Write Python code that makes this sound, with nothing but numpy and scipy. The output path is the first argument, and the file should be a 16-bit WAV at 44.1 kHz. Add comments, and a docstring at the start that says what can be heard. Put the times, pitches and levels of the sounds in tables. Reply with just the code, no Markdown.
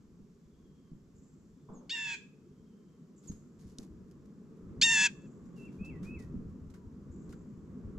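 """A snowy backyard over the low rumble of a town, picked up by a two-port microphone.
A blue jay jeers twice, first from cover, then in the open: the two sides of its syrinx start locked
at 2:3, slip apart and beat, which makes the call harsh. Chips, whistles and far notes are gliding tones.
Low puffs of air, a landing, bumps and scratches are short bursts of coloured noise; traffic, buffeting
air, hiss and a recurring sizzle are noise too. Branches and walls scatter and echo the bird voices."""
import sys
import numpy as np
from scipy import signal
from scipy.fft import rfft, irfft, next_fast_len
from scipy.io import wavfile
from scipy.ndimage import uniform_filter1d

SR = 44100
rng = np.random.default_rng(int(sys.argv[2]) if len(sys.argv) > 2 else 0)


def generate_wav(sig):
    """Save sig (samples, or channels by samples) to the path in sys.argv[1] as 16-bit PCM at SR."""
    pcm = np.round(np.clip(np.atleast_2d(sig).T, -1, 1) * 32767).astype(np.int16)
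    wavfile.write(sys.argv[1], SR, pcm)


N = 352076
TIME = np.arange(N) / SR

# the town's changing strength, before each layer's own gain: start_s, rumble_db, buffeting_db
TOWN_LEVELS = [(0.0, -58, -68), (0.35, -61.5, -74), (0.69, -60, -70), (2.22, -59, -75.5), (3.0, -57.5, -76),
               (3.91, -54.5, -70), (4.4, -54, -73), (4.8, -48, -55.5), (5.0, -51.5, -67.5),
               (5.24, -50.5, -69), (6.0, -47, -54), (6.22, -48, -55), (6.84, -53.5, -63.5),
               (7.31, -48, -51.5), (7.56, -51.5, -63.5), (7.98, -46.5, -55)]
JEER_S, SCOOP_S = .265, .012  # length of a jeer; time it takes to scoop into pitch and level
LAST_SLIP_HZ = 265  # slip between the jay's voices at the end of a jeer


def from_db(db):
    """Decibels to gain."""
    return 10 ** (np.asarray(db) / 20)


def rms_one(x):
    """Scale to unit power."""
    return x / np.sqrt(np.mean(x ** 2) + 1e-20)


def columns(rows, t):
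    """Each column of a curve table at the times t."""
    s, *values = np.transpose(rows)
    return [np.interp(t, s, v) for v in values]


def at_hz(points, hz):
    """Read a spectrum on a log-frequency axis."""
    f, value = np.transpose(points)
    return np.interp(np.log(np.maximum(hz, 1)), np.log(f), value)


def band(x, hz, kind="low", order=2):
    """Butterworth filter."""
    return signal.sosfilt(signal.butter(order, np.clip(hz, 10, .45 * SR), kind, fs=SR, output="sos"), x)


def drift(rate_hz, size):
    """Smooth chance of spread 1: white noise kept below rate_hz."""
    slow = band(rng.standard_normal(size + SR // 2), rate_hz)
    return rms_one(slow)[-size:]


def noise(colour):
    """Stereo noise of rms 1 and given colour (hz, relative db per Hz), falling away above its last point."""
    # how alike left and right are: pitch_hz, likeness (share)
    likeness = [(30, .93), (80, 0.94), (400, 0.9), (1200, 0.48), (4000, 0.27), (8000, 0.73), (12000, 0.26)]
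    hz = np.arange(N // 2 + 1) * SR / N
    rolloff = np.hypot(1, (hz / colour[-1][0]) ** 2 / 2)
    mid, side = rfft(rng.standard_normal((2, N))) * from_db(at_hz(colour, hz)) / rolloff
    alike = np.clip(at_hz(likeness, hz), 0, 1)
    return rms_one(irfft(np.sqrt(1 + alike) * mid + np.sqrt(1 - alike) * side * [[1], [-1]], N))


def bursts(rows, rise):
    """Envelope of events (start_s, level_db, fade_s) that swell within about rise seconds and die away."""
    out = np.zeros(N)
    for s, level_db, fade in rows:
        first = int(s * SR)
        age = TIME[:N - first][:2 * SR]
        out[first:][:len(age)] += from_db(level_db) * (1 - np.exp(-age / rise)) * np.exp(-age / fade)
    return out


def span(start, length, edge):
    """The samples that a note covers, their age, and a gate with soft edges."""
    at = np.arange(int(start * SR), int((start + length) * SR))
    gate = np.clip(np.minimum(at - at[0], at[-1] - at) / (edge * SR), 0, 1)
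    return at, TIME[:len(at)], gate


def turn(hz):
    """Phase of a running pitch."""
    return 2 * np.pi * np.cumsum(hz) / SR


def ramp(x):
    """Rise from 0 to 1 and stay there."""
    return np.clip(x, 0, 1)


def syrinx(call, pitch, age):
    """A jeer scoops up under high press, relaxes, lets its voices part and drops away."""
    scoop_hz, scoop_db = 416.3, 8.5
    drop_hz, drop_db, drop_s = 186, 16.5, 0.0195
    parting_s, slip_power = 0.0069, 1.6  # the voices part suddenly, then slip ever faster
    upper_db, upper_pressed_db = -3, -6  # strength of the upper voice, and its change under full press
    start, level_db, accent_db, pressed_s, part_s, first_slip_hz, swell_db = call
    scoop = np.exp(-(age / SCOOP_S) ** 2)
    drop = ramp(1 - (JEER_S - age) / drop_s)
    press = 1 / (1 + (age / pressed_s) ** 6)
    parted = ramp((age - part_s) / (JEER_S - part_s))
    low_hz = columns(pitch, start + age)[0] - scoop_hz * scoop - drop_hz * drop
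    slip_hz = first_slip_hz + (LAST_SLIP_HZ - first_slip_hz) * parted ** slip_power
    slip_hz *= ramp((age - part_s) / parting_s)
    loud_db = level_db + accent_db * press - scoop_db * scoop - drop_db * drop ** 2
    upper_voice_db = upper_db + upper_pressed_db * press + swell_db * parted ** 2
    return low_hz, slip_hz, loud_db, press, upper_voice_db


def flow_unrest(slip, slip_hz, age):
    """Unruliness of the air flow: always some, more in the scoop, at each jerk and when the slip is fast."""
    calm, at_jerk, at_fastest, in_scoop = .18, .65, 1.25, 2.6
    jerk = np.sin(slip / 2) ** 4
    fast = (slip_hz / LAST_SLIP_HZ) ** 2
    return calm + at_jerk * jerk + at_fastest * fast + in_scoop * np.exp(-age / SCOOP_S)


def jeer(call, pitch, colour, rasp_db, air_db):
    """Two voices share one air stream, so sums and differences of their pitches sound too."""
    # tones the two voices make together: multiple_of_lower, multiple_of_upper
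    mixes = [(-1, 1), (1, 0), (-2, 2), (-5, 4), (3, -1), (0, 1), (-3, 3), (2, 0), (-1, 2), (4, -1), (1, 1),
             (-2, 3), (3, 0), (0, 2), (2, 1), (-1, 3), (4, 0), (1, 2), (3, 1), (6, -1), (5, 0), (4, 1),
             (6, 0), (5, 1), (7, 0), (8, 0)]
    # their relative strengths, in the same order: level_db
    mix_db = [-12, -7, -29.5, -16, -14, 4, -26.5, -7.5, -13.5, -31, -17, -20, -9, -23, -11.5, -20, -17,
              -12.5, -15, -24, -25, -26.5, -41, -46, -53, -55.5]
    # what full press, at the start of a jeer, does to the voice: pitch_hz, gain_db
    press_colour = [(900, -10.5), (1750, -14), (2750, -0.5), (3650, 11.5), (4300, 11), (5500, 7), (6400, 4),
                    (7300, 0), (8300, 0), (11000, 8.5)]
    # air noise in the jay's throat: pitch_hz, relative level_db per Hz
    turbulence = [(1300, -29.5), (2000, -1.5), (2800, -6), (4200, 0), (5500, 2), (7000, 3), (7900, 1.5),
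                  (9000, -16), (10500, -20), (12500, -32.5), (15500, -34)]
    pitch_wobble = 0.0083  # share of the pitch, at unruliness 1
    beat_pull = 0.15  # radians by which each beat tugs both voices
    at, age, gate = span(call[0], JEER_S, edge=0.0015)
    low_hz, slip_hz, level_db, press, upper_db = syrinx(call, pitch, age)
    high_hz = (3 * low_hz + slip_hz) / 2
    # the voices cling to their lock and pass each other in a jerk
    slip = turn(slip_hz)
    slip -= 0.48 * np.sin(slip)
    unrest = flow_unrest(slip, slip_hz, age)
    wobble = pitch_wobble * unrest * drift(700, len(at))
    common = turn(low_hz * (1 + wobble)) + beat_pull * np.sin(slip)
    low = common + .1 * np.sin(slip)
    high = (3 * common + slip) / 2
    voice = np.zeros(len(at))
    for (m, n), tone_db in zip(mixes, mix_db):
        hz = m * low_hz + n * high_hz
        colour_db = press * at_hz(press_colour, hz) + at_hz(colour, hz) + upper_db * (n != 0)
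        flutter_db = 1.95 * drift(94, len(at))
        throat_lag = (hz / 2000) ** 2  # the throat smears each pulse
        voice += from_db(tone_db + colour_db + flutter_db) * np.cos(m * low + n * high - throat_lag)
    voice /= np.sqrt(uniform_filter1d(voice ** 2, size=200))  # even out the loudness
    voice *= 1 + from_db(rasp_db) * unrest * drift(600, len(at))
    voice += from_db(air_db) * unrest * noise(turbulence)[0, at]
    voice = band(voice, (1170, 1420), "bandstop")  # Hz; the throat passes little here
    out = np.zeros(N)
    out[at] = band(voice * gate * from_db(level_db), 820, "high", order=4)
    return out


def jay():
    """Two jeers: one through the hedge with much scatter, one in the open with little."""
    # jeers: start_s, level_db, opening_accent_db, pressed_s, voices_part_after_s, first_slip_hz,
    # upper_voice_swell_db
    calls = [(1.894, -38.5, 3, 0.032, .05, 104, 9), (4.8135, -25, 7, 0.03, .082, 60, 1)]
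    # lower voice through the body of each jeer, one list per jeer: time_s, pitch_hz
    pitches = [
        [(1.915, 1833), (1.939, 1872), (1.961, 1774), (2.031, 1744), (2.14, 1610)],
        [(4.835, 1840), (4.863, 1850), (4.873, 1805), (4.921, 1808), (4.985, 1707), (5.062, 1697)],
    ]
    # throat and beak as heard through the hedge: pitch_hz, gain_db
    colour_hidden = [(900, -1), (1700, 8.5), (2650, 3.5), (3500, 5), (4400, 2.5), (5300, -3.5),
                     (6200, -4.5), (7200, 5), (8200, -24), (11000, 7)]
    # throat and beak as heard in the open: pitch_hz, gain_db
    colour_open = [(900, -4), (1700, 2.7), (2650, -2), (3500, -2), (4400, 2), (5300, -7), (6300, 2.5),
                   (7200, 6), (8300, -8), (11000, 2.5)]
    hidden = jeer(calls[0], pitches[0], colour_hidden, rasp_db=-22, air_db=-18)
    near = jeer(calls[1], pitches[1], colour_open, rasp_db=-20, air_db=-13)
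    hidden = yard(hidden, scatter_db=-5.5, echo_db=-2, pan_db=-.5)
    return hidden + yard(near, scatter_db=-23.0, echo_db=-1, pan_db=1.1)


def tone(at, hz, height, waver):
    """A nearly pure note on the given samples; waver is a share of its pitch."""
    out = np.zeros(N)
    out[at] = np.sqrt(2) * height * np.sin(turn(hz * (1 + waver * drift(200, len(at)))))
    return out


def arch(share):
    """Level in dB of a note that swells to its middle and is 8 dB softer at its ends."""
    return -8 * (2 * share - 1) ** 2


def chip(start, length, level_db):
    """A quick high downward slide."""
    from_hz, to_hz, glide = 8000, 6400, .23  # glide as a share of the length
    at, age, gate = span(start, length, edge=0.00156)
    hz = to_hz + (from_hz - to_hz) * np.exp(-age / (glide * length))
    return tone(at, hz, gate * from_db(level_db + arch(age / length)), waver=0.012)


def whistle(start, length, held_s, first_hz, held_hz, level_db):
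    """Glide to a pitch, climb a little while holding it, then fall to a softer tail."""
    glide_s, climb_hz_per_s = .017, 720
    onset_db, swell_s = 22, 0.021
    fall_hz, fall_s, fall_db = 735, .023, 12
    at, age, gate = span(start, length, edge=0.003)
    fall = 1 - np.exp(-np.maximum(age - held_s, 0) / fall_s)
    hz = held_hz + (first_hz - held_hz) * np.exp(-age / glide_s) - fall_hz * fall
    hz += climb_hz_per_s * (np.minimum(age, held_s) - held_s / 2)
    loud_db = level_db - onset_db * np.exp(-age / swell_s) - fall_db * ramp(2 * fall)
    return tone(at, hz, gate * from_db(loud_db), waver=0.0099)


def chips_and_whistles():
    """High chips of a small bird and soft whistles of the jay, scattered by the branches."""
    # high chips of a small bird: start_s, length_s, level_db
    chips = [(1.734, .062, -68), (3.273, 0.0334, -51.5)]
    # soft whistles of the jay: start_s, length_s, held_s, first_hz, held_hz, level_db
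    whistles = [(5.559, 0.14, 0.11, 2970, 2670, -61.5), (5.784, 0.2, .115, 2360, 2616, -56),
                (6.039, .205, .118, 2190, 2570, -56.5)]
    small = sum(chip(*row) for row in chips) + sum(whistle(*row) for row in whistles)
    return yard(small, scatter_db=-5.0, echo_db=-8.0, pan_db=-3.0)


def far_note(start, length, first_hz, last_hz, level_db):
    """A note that wanders as it sinks."""
    at, age, gate = span(start, length, edge=.01)
    wander = .011 * drift(14, len(at))  # slow unsteadiness, share of the pitch
    hz = (first_hz + (last_hz - first_hz) * age / length) * (1 + wander)
    return tone(at, hz, gate * from_db(level_db + arch(age / length)), waver=.021)


def far_birds():
    """Sinking notes at a distance: their level flutters and scatter outweighs the direct sound."""
    # start_s, length_s, first_hz, last_hz, level_db (before the distance loss)
    far_notes = [(.42, 0.6, 3450, 3110, -79.5), (1.499, 0.6, 3560, 3270, -86), (2.45, 0.6, 3230, 3053, -82),
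                 (5.499, 0.63, 3400, 3150, -83), (6.756, 0.15, 1017, 885, -64)]
    distance_db = -11
    far = sum(far_note(*row) for row in far_notes) * from_db(3 * drift(25, N) + distance_db)
    return yard(far, scatter_db=1.5, echo_db=5.0, pan_db=6.0)


def air_puffs():
    """Soft low puffs of air: low-passed noise that starts fast and fades."""
    # start_s, level_db, fade_s, upper_edge_hz
    puffs = [(.195, -48, 0.057, 267), (.916, -44.5, 0.048, 210), (1.693, -45.5, 0.09, 493),
             (3.298, -35.5, 0.02, 229), (3.644, -51, 0.04, 230), (3.787, -44.5, 0.049, 556),
             (5.809, -38, .028, 224), (6.01, -36.5, .027, 238), (6.341, -38, 0.094, 249)]
    air = noise([(20, 3.5), (60, -18.5), (200, 10), (600, -11.5), (2000, -6)])
    out = np.zeros((2, N))
    for s, level_db, fade, edge_hz in puffs:
        puff = rms_one(band(air, edge_hz, order=3))
        out += puff * bursts([(s, level_db, fade)], rise=0.0015)
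    return out


def take_off():
    """Air stirred by the wing beats of a take-off."""
    # start_s, level_db, fade_s
    whooshes = [(1.684, -51.5, 0.077), (1.735, -59, 0.02), (1.805, -65.5, 0.066)]
    air = noise([(150, -16), (330, -4.5), (480, 6.0), (650, -6.0), (1100, -5.5), (1450, -16), (1900, -39.5)])
    return bursts(whooshes, rise=0.0047) * air


def fidgets(count):
    """Faint brushes and scratches scattered over the birds' visit: rows of start_s, level_db, fade_s."""
    from_s, to_s = 3.9, 6.8
    mean_db, spread_db = -74, 2.5
    short_s, long_s = .008, .05
    when, size, kind = rng.random((count, 3)).T
    s = from_s + (to_s - from_s) * (np.arange(count) + when) / count
    level_db = mean_db + spread_db * (2 * size - 1)
    fade_s = short_s * (long_s / short_s) ** kind
    return list(zip(s, level_db, fade_s))


def scratches():
    """Feathers brush and claws scratch in the snow: short strokes start abruptly, long ones swell."""
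    # start_s, level_db, fade_s
    rustles = [(3.225, -60.5, 0.073), (3.313, -66, 0.013), (3.588, -64, 0.045), (3.664, -67, 0.053),
               (3.787, -61.5, 0.035), (3.827, -65, .014), (4.112, -66, 0.0073), (5.555, -64.5, 0.065),
               (5.845, -61.5, 0.022), (6.026, -59.5, 0.037), (6.185, -61, 0.036), (6.70, -66.5, .013),
               (6.738, -65, 0.019), (7.29, -63.5, .028), (7.3245, -61.5, .0062)]
    # pitch_hz, relative level_db per Hz
    rustle_colour = [(600, 4.5), (1500, 0), (3000, -3), (5000, 2.5), (7000, 3), (9000, -6), (12500, -6),
                     (15000, -26)]
    strokes = np.zeros(N)
    for s, level_db, fade in list(rustles) + fidgets(count=9):
        strokes += bursts([(s, level_db, fade)], rise=7 * fade ** 2)
    return strokes * noise(rustle_colour) * from_db(3.0 * drift(400, N))


def claw_strike():
    """Claws strike the post: a very short burst with several resonances."""
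    # start_s, level_db, fade_s
    landing = [(3.785, -37.5, 0.0021)]
    # pitch_hz, relative level_db per Hz
    landing_colour = [(880, -50), (1500, -19), (2650, -31), (3120, -5), (3400, -30), (3750, 3), (4410, 0),
                      (6300, -4), (8410, -2.5), (11500, -23), (15000, -36)]
    return bursts(landing, rise=0.00024) * noise(landing_colour)


def foot_knocks():
    """Feet come down on snowy wood: short bursts strongest in the lows."""
    # start_s, level_db, fade_s
    knocks = [(3.313, -64.5, 0.036), (3.787, -64, 0.015), (6.03, -55.5, 0.051), (6.738, -54.5, 0.024),
              (7.326, -50, 0.012)]
    return bursts(knocks, rise=0.00088) * noise([(200, 9.5), (600, -19), (1400, -0.5), (2500, -15), (4000, -18)])


def railing_bumps():
    """Deep soft bumps as a bird brushes the railing."""
    # start_s, level_db, fade_s
    bumps = [(3.296, -43, 0.043), (3.643, -45.5, 0.033), (3.9, -49, 0.077), (4.62, -55.5, .08),
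             (6.25, -47, .1)]
    return bursts(bumps, rise=0.0024) * noise([(20, -8), (40, -1.0), (75, 0), (120, -5.5), (250, -32)])


def sizzle():
    """A thin high sizzle comes back about every two seconds."""
    # start_s, level_db, fade_s
    sizzles = [(1.15, -74.5, 0.25), (3.16, -71.5, 0.2), (5.14, -76, 0.36), (7.11, -74, 0.28)]
    # pitch_hz, relative level_db per Hz
    sizzle_colour = [(5000, -32), (6300, -5), (7300, 2.5), (7800, -3.5), (8500, -36.5)]
    return bursts(sizzles, rise=0.01) * noise(sizzle_colour) * from_db(2.2 * drift(50, N))


def patchy(x, edges, depth_db, rate_hz):
    """Neighbouring bands of a distant noise swell and fade on their own."""
    out = x
    for pair in zip(edges, edges[1:]):
        swell = from_db(depth_db * drift(rate_hz, N))
        out = out + band(x, pair, "band") * (swell - 1)
    return out


def traffic_rumble():
    """Far traffic: low noise whose bands swell apart and whose level follows the town."""
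    # pitch_hz, relative level_db per Hz
    rumble_colour = [(50, -28.5), (108, -18.5), (145, 0.5), (200, 1), (245, -1.5), (295, -8.5), (420, -9.5),
                     (520, -21), (700, -40.5), (1200, -57.5)]
    rumble_db, _ = columns(TOWN_LEVELS, TIME)
    rumble = patchy(noise(rumble_colour), [130, 175, 220, 280, 380, 500], depth_db=2.5, rate_hz=4)
    rumble *= from_db(rumble_db + 0.64 + 0.67 * drift(13, N))
    return rumble * from_db([[.25], [-.25]])  # slightly stronger on the left


def tyre_wash():
    """Far tyre wash: mid-range noise that follows the rumble 19 dB below its table level."""
    # pitch_hz, relative level_db per Hz
    wash_colour = [(300, 0.5), (600, 2.5), (800, -5), (1100, 2), (1400, -3), (1700, -8.5), (2300, -16),
                   (4000, -28.5), (8000, -43.5)]
    rumble_db, _ = columns(TOWN_LEVELS, TIME)
    wash = patchy(noise(wash_colour), [780, 900, 1050, 1220, 1420], depth_db=2, rate_hz=5)
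    return wash * from_db(rumble_db - 19)


def buffeting():
    """Buffeting air: deep noise with strong quick swings in level."""
    # pitch_hz, relative level_db per Hz
    buffet_colour = [(15, -7.5), (30, -6), (60, 4), (100, 2.5), (160, -7.5), (300, -30)]
    _, buffet_db = columns(TOWN_LEVELS, TIME)
    swing_db = 6.4 * np.clip(drift(16, N), -2, 1.5)
    buffet = from_db(buffet_db + 2.5 + swing_db) * noise(buffet_colour)
    return buffet * from_db([[.25], [-.25]])  # slightly stronger on the left


def hiss():
    """Steady hiss."""
    # pitch_hz, relative level_db per Hz
    hiss_colour = [(1000, 4.5), (2500, -1), (4000, -2.5), (5500, 0.5), (7400, 1), (8500, -9.5),
                   (11000, -14), (12100, -6), (13000, -15.5), (16000, -22.5)]
    return from_db(-78.5) * noise(hiss_colour)


def yard(x, scatter_db, echo_db, pan_db):
    """Direct sound, quick scatter from branches, a few dull echoes and a faint far tail."""
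    # fence, hedge and houses, before echo_db is added: delay_s, level_db
    echoes = [(0.021, -18), (.043, -39.5), (.2, -44)]
    scatter_t60, far_t60, far_db = 0.28, 0.63, -21  # s to fall by 60 dB; far tail against the scatter
    age = TIME[:SR]
    fade = from_db(-60 * age / scatter_t60) + from_db(far_db - 60 * age / far_t60)
    response = from_db(scatter_db) * rng.standard_normal((2, SR)) * fade / np.sqrt(np.sum(fade ** 2))
    walls = np.zeros(SR)
    for delay, level_db in echoes:
        walls[int(delay * SR)] += from_db(level_db + echo_db)
    response += band(walls, 4200)
    response[:, 0] += from_db([pan_db / 2, -pan_db / 2])  # direct sound; positive pan is left
    return signal.fftconvolve(x[None], response, axes=1)[:, :N]


def ports(x, size=4096):
    """Sound reaches the two microphone ports out of step, by a phase that depends on pitch."""
    # pitch_hz, left_lead_rad (negative: left lags)
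    port_phase = [(150, -.02), (1000, -.22), (1750, -.4), (2700, -.62), (4000, -.55), (8000, -.65),
                  (12000, -.5)]
    padded = np.pad(x, ((0, 0), (size, size)), mode="reflect")
    n = next_fast_len(padded.shape[1])
    lead = at_hz(port_phase, np.arange(n // 2 + 1) * SR / n)
    return irfft(rfft(padded, n) * np.exp(.5j * lead * [[1], [-1]]), n)[:, size:size + N]


def scene():
    """Everything in the yard, at the microphone ports."""
    voices = jay() + chips_and_whistles() + far_birds()
    stirred_air = air_puffs() + take_off()
    contacts = scratches() + claw_strike() + foot_knocks() + railing_bumps()
    background = sizzle() + traffic_rumble() + tyre_wash() + buffeting() + hiss()
    return ports(voices + stirred_air + contacts + background)


def record(dry):
    """A steep low-pass cuts the top above 15.8 kHz."""
    return signal.sosfilt(signal.ellip(10, .1, 80, 15800, fs=SR, output="sos"), dry)


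dry = scene()
out = record(dry)
generate_wav(out)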